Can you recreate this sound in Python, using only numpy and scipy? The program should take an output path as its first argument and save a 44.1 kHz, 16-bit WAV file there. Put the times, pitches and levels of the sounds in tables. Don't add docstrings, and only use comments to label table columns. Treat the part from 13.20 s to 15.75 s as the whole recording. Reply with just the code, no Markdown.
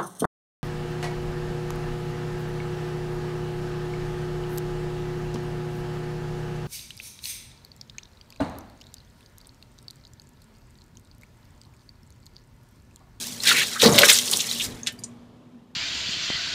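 import sys
import numpy as np
from scipy import signal
from scipy.fft import rfft, irfft
from scipy.io import wavfile
from scipy.ndimage import uniform_filter1d, map_coordinates

SR = 44100
rng = np.random.default_rng(int(sys.argv[2]) if len(sys.argv) > 2 else 0)


def transcribe(signal):
    frames = np.atleast_2d(signal).T
    limited = np.clip(frames, -1, 1)
    pcm = np.round(limited * 32767).astype(np.int16)
    wavfile.write(sys.argv[1], SR, pcm)


N = 112454


def undb(db):
    return 10 ** (np.asarray(db) / 20)


def unit(x):
    return x / np.sqrt(np.mean(x ** 2) + 1e-18)


def curve(rows, channels=1):
    rows = np.array(rows)
    return undb(np.interp(np.arange(N) / SR, rows[:, 0], rows[:, channels]))


def walk(rate):
    hold = max(int(SR / rate), 2)
    steps = np.repeat(rng.standard_normal(N // hold + 1), hold)
    return unit(uniform_filter1d(steps, hold)[:N])


def fade(t60):
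    return np.exp(-np.log(1000) * np.arange(SR // 4) / SR / t60)


def colour(x, points):
    hz, db = np.array(points).T
    size = 8192
    bins_hz = np.arange(size // 2 + 1) * SR / size + 1
    outline_db = np.interp(np.log(bins_hz), np.log(hz), db)
    cepstrum = irfft(np.log(undb(outline_db)))
    folded = np.r_[cepstrum[0], 2 * cepstrum[1:size // 2]]
    response = irfft(np.exp(rfft(folded, size)))
    return signal.fftconvolve(x, response / np.linalg.norm(response))[:len(x)]


def band(x, hz, width):
    b, a = signal.iirpeak(hz, hz / min(hz * width, SR / 4), fs=SR)
    once = signal.lfilter(b, a, x)
    return unit(signal.lfilter(b, a, once))


def highpass(x, hz):
    return signal.sosfilt(signal.butter(2, hz, "high", fs=SR, output="sos"), x)


def ring(modes):
    t = np.arange(SR // 4) / SR
    return sum(undb(db) * np.sin(2 * np.pi * hz * t) * fade(t60) for hz, db, t60 in modes)


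def add(out, at, x):
    i = max(int(at * SR), 0)
    out[i:i + len(x)] += x[:max(len(out) - i, 0)]


def impacts(rate, scatter_db):
    hits = (rng.random(N) < rate / SR) * rng.choice([-1, 1], N)
    size = np.minimum(rng.exponential(size=N), 5)
    return unit(hits * undb(scatter_db * size))


RING_RISE = 0.08
RING_ATTACK_CYCLES = 0.58


def damped_ring(hz, cycles):
    turns = np.arange(int(cycles * SR / hz) + 2) * hz / SR
    age = turns / cycles
    attack = 1 - np.exp(-turns / RING_ATTACK_CYCLES)
    tone = np.sin(2 * np.pi * turns * (1 + RING_RISE * age / 2))
    return tone * attack * np.exp(-np.log(100) * age)


BUBBLE_SCATTER_DB = 3


def froth(hz, octaves, rate, cycles, seconds):
    out = np.zeros(N)
    for at, size, length, pitch in rng.random((int(rate * seconds) + 1, 4)):
        spread = np.log((pitch + .01) / (1.01 - pitch)) / np.sqrt(np.pi)
        gain = undb(-BUBBLE_SCATTER_DB * np.log(size + 0.018))
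        bubble = damped_ring(hz * 2 ** (octaves * spread), cycles * (.5 + length))
        add(out, at * seconds, gain * bubble)
    return unit(out) * np.sqrt(seconds * SR / N)


# [t/s, patter and spray level/dB, fizz of small bubbles level/dB, gurgle of larger bubbles level/dB]
WATER = [(0,-34,-36.5,-49),(.215,-41.5,-45,-49.5),(.285,-18,-11,-16.5),(.32,-21.5,-20,-18),(.338,-27.5,-26.5,-29),(.415,-27.5,-20.5,-24),(.46,-35,-33.5,-43.5),(.588,-39.5,-39.5,-41),
         (.62,-22,-22.5,-23),(.66,-22.5,-22.5,-24.5),(.71,-32.5,-35.5,-39.5),(.78,-22,-17,-26),(.828,-29.5,-23.5,-26.5),(.85,-13,-17.5,-22.5),(.879,-27,-26,-32),(.895,-11,-12.5,-16),(.95,-20.5,-19.5,-34.5),
         (1.01,-31,-32.5,-45),(1.19,-28,-31.5,-48),(1.24,-32.5,-36,-41.5),(1.375,-35.5,-31.5,-50),(1.45,-26,-33,-38),(1.48,-47.5,-48,-47.5),(2.1,-81.5,-81,-73)]
# [f/Hz, relative level/dB]
PATTER_COLOUR = [(300,-16.5),(3000,-12),(5500,0.5),(7500,-3),(11000,-8.5),(15500,-12)]
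DROPS_PER_S, DROP_SCATTER_DB, PATTER_DB = 7600, 5.5, -1
SPURT_DB, SPURTS_PER_S = 1.5, 90
SPRAY_HZ, SPRAY_OCTAVES, SPRAY_PER_S, SPRAY_CYCLES, SPRAY_DB = 7840, 0.44, 2000, 45, -3.5
FIZZ_HZ, FIZZ_OCTAVES, FIZZ_PER_S, FIZZ_CYCLES, FIZZ_DB = 3763, 0.2556, 1300, 26, -2
GURGLE_HZ, GURGLE_OCTAVES, GURGLE_PER_S, GURGLE_CYCLES, GURGLE_DB = 2090, 0.34, 1600, 37, -1.5


def jet():
    spurts = unit(undb(SPURT_DB * walk(SPURTS_PER_S)))
    patter = colour(impacts(DROPS_PER_S, DROP_SCATTER_DB), PATTER_COLOUR) * undb(PATTER_DB)
    spray = froth(SPRAY_HZ, SPRAY_OCTAVES, SPRAY_PER_S, SPRAY_CYCLES, N / SR) * undb(SPRAY_DB)
    fizz = froth(FIZZ_HZ, FIZZ_OCTAVES, FIZZ_PER_S, FIZZ_CYCLES, N / SR) * undb(FIZZ_DB)
    gurgle = froth(GURGLE_HZ, GURGLE_OCTAVES, GURGLE_PER_S, GURGLE_CYCLES, N / SR) * undb(GURGLE_DB)
    drops = (patter + spray) * curve(WATER)
    bubbles = fizz * curve(WATER, channels=2) + gurgle * curve(WATER, channels=3)
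    return spurts * (drops + bubbles)


MIRROR_LAG_S, MIRROR_WANDER_S, MIRROR_GAIN = .0013, .00035, .38


def mirrored(x):
    lag = (MIRROR_LAG_S + MIRROR_WANDER_S * walk(14)) * SR
    reflection = map_coordinates(x, [np.arange(N) - lag])
    return (x + MIRROR_GAIN * reflection) / np.hypot(1, MIRROR_GAIN)


THUDS_PER_S, THUD_SCATTER_DB = 1400, 0.5
SPOT_S, OFF_SPOT_DB = 0.06, -14.5


def panel(outline, modes, ring_db, strength):
    thuds = impacts(THUDS_PER_S, THUD_SCATTER_DB)
    ringing = 0
    for hz, db, t60, at in modes:
        drive = undb(OFF_SPOT_DB) + np.exp(-((np.arange(N) / SR - at) / SPOT_S) ** 2)
        mode = unit(signal.fftconvolve(thuds, ring([(hz, 0, t60)]))[:N])
        ringing = ringing + undb(db) * drive * mode
    return strength * (unit(colour(thuds, outline)) + undb(ring_db) * ringing)


# [t/s, drumming level/dB, deep boom level/dB]
PANELS = [(0,-50.5,-49),(.2,-49,-44.5),(.345,-32.5,-35.5),(.608,-56,-59.5),(.632,-15.5,-29),(.664,-17,-22),(.74,-23,-20.5),(.845,-22.5,-35),
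          (.98,-46.5,-51.5),(1.135,-38.5,-41),(1.24,-46,-46),(1.53,-48.5,-45.5),(1.9,-80,-54),(2.5,-66,-54)]
# [f/Hz, relative level/dB]
DRUM_COLOUR = [(150,-28.5),(300,-8),(430,0),(650,-6),(1100,-6.5),(1600,-19.5),(4000,-35)]
BOOM_COLOUR = [(30,-50.5),(115,-6),(220,-3.5),(330,-16.5),(2000,-53)]
# [f/Hz, relative level/dB, t60/s, t/s when the jet crosses the best-driving spot]
DRUM_MODES = [(484.5,2,0.05,.66),(587.3,1.5,0.18,.835),(688,-6.5,0.054,.77)]
BOOM_MODES = [(229,0.00025,0.22,0.686)]
# [t/s, level/dB, f/Hz, cycles of ringing]
KNOCKS = [(.6535,-13,480,24),(.6582,-4.5,213.4,15.7),(.7316,-15,125,7.2)]
DRUM_DB, BOOM_DB, DRUM_RING_DB, BOOM_RING_DB = -3, -4, 0, -1


def hull():
    drum = panel(DRUM_COLOUR, DRUM_MODES, DRUM_RING_DB, curve(PANELS))
    boom = panel(BOOM_COLOUR, BOOM_MODES, BOOM_RING_DB, curve(PANELS, channels=2))
    out = drum * undb(DRUM_DB) + boom * undb(BOOM_DB)
    for at, db, hz, cycles in KNOCKS:
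        add(out, at, undb(db) * damped_ring(hz, cycles))
    return out


# [f/Hz, level/dB relative to the background, before flutter]
HUM = [(113,-4.5),(241,4.5)]
# [t/s, level/dB]
AIR = [(1.85,-49.5),(2.55,-58)]
# [f/Hz, relative level/dB]
AIR_COLOUR = [(20,-16.5),(110,0),(230,-2),(1100,-15),(2000,-29),(3200,-24.5),(15000,-48.5)]
HUM_WAVER, HUM_FLUTTER_DB = .02, 3.2


def background():
    hum = 0
    for hz, db in HUM:
        flutter = undb(db + HUM_FLUTTER_DB * walk(23.97))
        pitch = hz * (1 + HUM_WAVER * walk(25))
        hum = hum + flutter * np.sin(2 * np.pi * np.cumsum(pitch) / SR)
    return (hum + colour(rng.standard_normal(N), AIR_COLOUR)) * curve(AIR)


# [t/s, level/dB, f/Hz, cycles of ringing]
SINGLE_RINGS = [(0.203,-19,4060,46),(0.3148,-4,1400,21.6),(0.62,4.5,3700,11),(0.7245,-11.5,6540,77),(1.313,-9.5,3900,37),(1.633,-20.5,6400,64),(1.789,-38,4730,110)]
# [t/s, level/dB, f/Hz, length/s]
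SPATTERS = [(0.342,-27,2340,0.052),(.385,-27.5,2550,0.049),(.553,-34.5,1448,.028),(.597,-26,3830,.02),(.635,-21.5,4250,.045),(0.833,-19,1894,.014),(0.925,-18,8700,0.011),(1.079,-29,4100,0.0058),
            (1.119,-40,967,.025),(1.124,-30,8800,.015),(1.131,-19.5,4000,0.0074),(1.192,-29,3400,0.021),(1.202,-25.5,6500,0.0095),(1.397,-29.5,3060,.02)]
# [t/s, level/dB, centre f/Hz]
SLAPS = [(0.235,-16.5,5220),(0.2729,-9,4000),(.660,-6,4200),(0.7803,-4,2967),(0.7851,2,3066),(0.7902,-6,10890),(0.8178,-6,3400),(0.833,1.5,1833),(0.8869,-4.5,2900),(.8971,-1.5,2600),(0.9873,-7.5,4700),(1.113,-13.5,8900),(1.1717,-16.5,8100)]
SPATTER_OCTAVES, SPATTER_PER_S, SPATTER_CYCLES = 0.18, 2900, 18
SLAP_T60_S, SLAP_WIDTH = 0.018, 0.72


def splashes_and_rings():
    out, decay = np.zeros(N), fade(SLAP_T60_S)
    for at, db, hz, cycles in SINGLE_RINGS:
        add(out, at, undb(db) * damped_ring(hz, cycles))
    for at, db, hz, seconds in SPATTERS:
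        for _ in range(2):
            cloud = froth(hz, SPATTER_OCTAVES, SPATTER_PER_S, SPATTER_CYCLES, seconds)
            add(out, at, undb(db) * cloud)
    for at, db, hz in SLAPS:
        add(out, at, undb(db) * decay * band(rng.standard_normal(len(decay)), hz, SLAP_WIDTH))
    return out


JOLT_S, JOLT_LENGTH_S, JOLT_HZ, JOLT_DB = 1.506, 0.081, 94, -41


def jolt():
    swell = np.exp(-((np.arange(N) / SR - JOLT_S) / JOLT_LENGTH_S) ** 2)
    return undb(JOLT_DB) * swell * band(rng.standard_normal(N), JOLT_HZ, 3.4)


# [t/s, level/dB]
CLACKS = [(1.664,-34),(1.6699,-17.5),(1.6755,-26.5)]
# [f/Hz, relative level/dB]
CLACK_COLOUR = [(300,-31),(1100,-15),(1700,-10),(3600,10.5),(5000,2.5),(7000,4),(15500,-22)]
# [f/Hz, relative level/dB, t60/s]
NOZZLE_MODES = [(1600,-16,0.19),(1790,-8,0.13),(3020,-11.5,0.21),(4230,-14,0.063)]
FITTING_MODES = [(5996,0,0.061),(6950,0.5,0.049),(8250,-7,0.039),(9100,-3,.042)]
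# [t/s, level/dB, brightest f/Hz]
TICKS = [(1.722,-48,11950),(1.791,-47,10500),(1.837,-29.5,7350)]
CLACK_T60_S, CLACK_RING_DB = 0.053, -12.5
RATTLE_HZ, RATTLE_WIDTH, RATTLE_T60_S, RATTLE_DB = 2500, 1.04, 0.11, -10
TICK_WIDTH, TICK_NOISE_DB, TICK_TOP_RATIO = 0.68, -6, 1.26


def nozzle():
    out, decay = np.zeros(N), fade(CLACK_T60_S)
    for at, db in CLACKS:
        crack = colour(rng.standard_normal(len(decay)) * decay, CLACK_COLOUR)
        noise = band(rng.standard_normal(len(decay)), RATTLE_HZ, RATTLE_WIDTH)
        rattle = undb(RATTLE_DB) * fade(RATTLE_T60_S) * noise
        add(out, at, undb(db) * (crack + rattle + undb(CLACK_RING_DB) * ring(NOZZLE_MODES)))
    for at, db, hz in TICKS:
        noise = undb(TICK_NOISE_DB) * 2 * rng.standard_normal(len(decay)) * decay
        tick = band(ring(FITTING_MODES) / 2 + noise, hz, TICK_WIDTH)
        soften = signal.butter(5, min(hz * TICK_TOP_RATIO, SR * .45), fs=SR, output="sos")
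        tick = signal.sosfilt(soften, tick)
        onset_level = np.std(tick[:SR // 200])
        add(out, at, undb(db) * tick / onset_level)
    return out


COCKPIT_T60_S, COCKPIT_DB, COCKPIT_DELAY_S = 0.12, -10.5, 0.0029


def cockpit(x):
    decay = fade(COCKPIT_T60_S)
    arrived = np.arange(len(decay)) > COCKPIT_DELAY_S * SR
    tail = rng.standard_normal(len(decay)) * decay * arrived
    wet = signal.fftconvolve(x, tail / np.linalg.norm(tail))[:N]
    return (x + undb(COCKPIT_DB) * wet) / np.hypot(1, undb(COCKPIT_DB))


WATER_LOW_HZ, HULL_LOW_HZ = 580, 74.07


def scene():
    water = highpass(mirrored(jet()) + splashes_and_rings(), WATER_LOW_HZ)
    wall = highpass(hull(), HULL_LOW_HZ)
    return (cockpit(water + nozzle()) + wall + background() + jolt())[None]


TOP_HZ = 15500


def record(dry):
    clipped = np.clip(dry, -1, 1)
    return signal.sosfilt(signal.ellip(10, .2, 70, TOP_HZ, fs=SR, output="sos"), clipped)


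dry = scene()
out = record(dry)
transcribe(out)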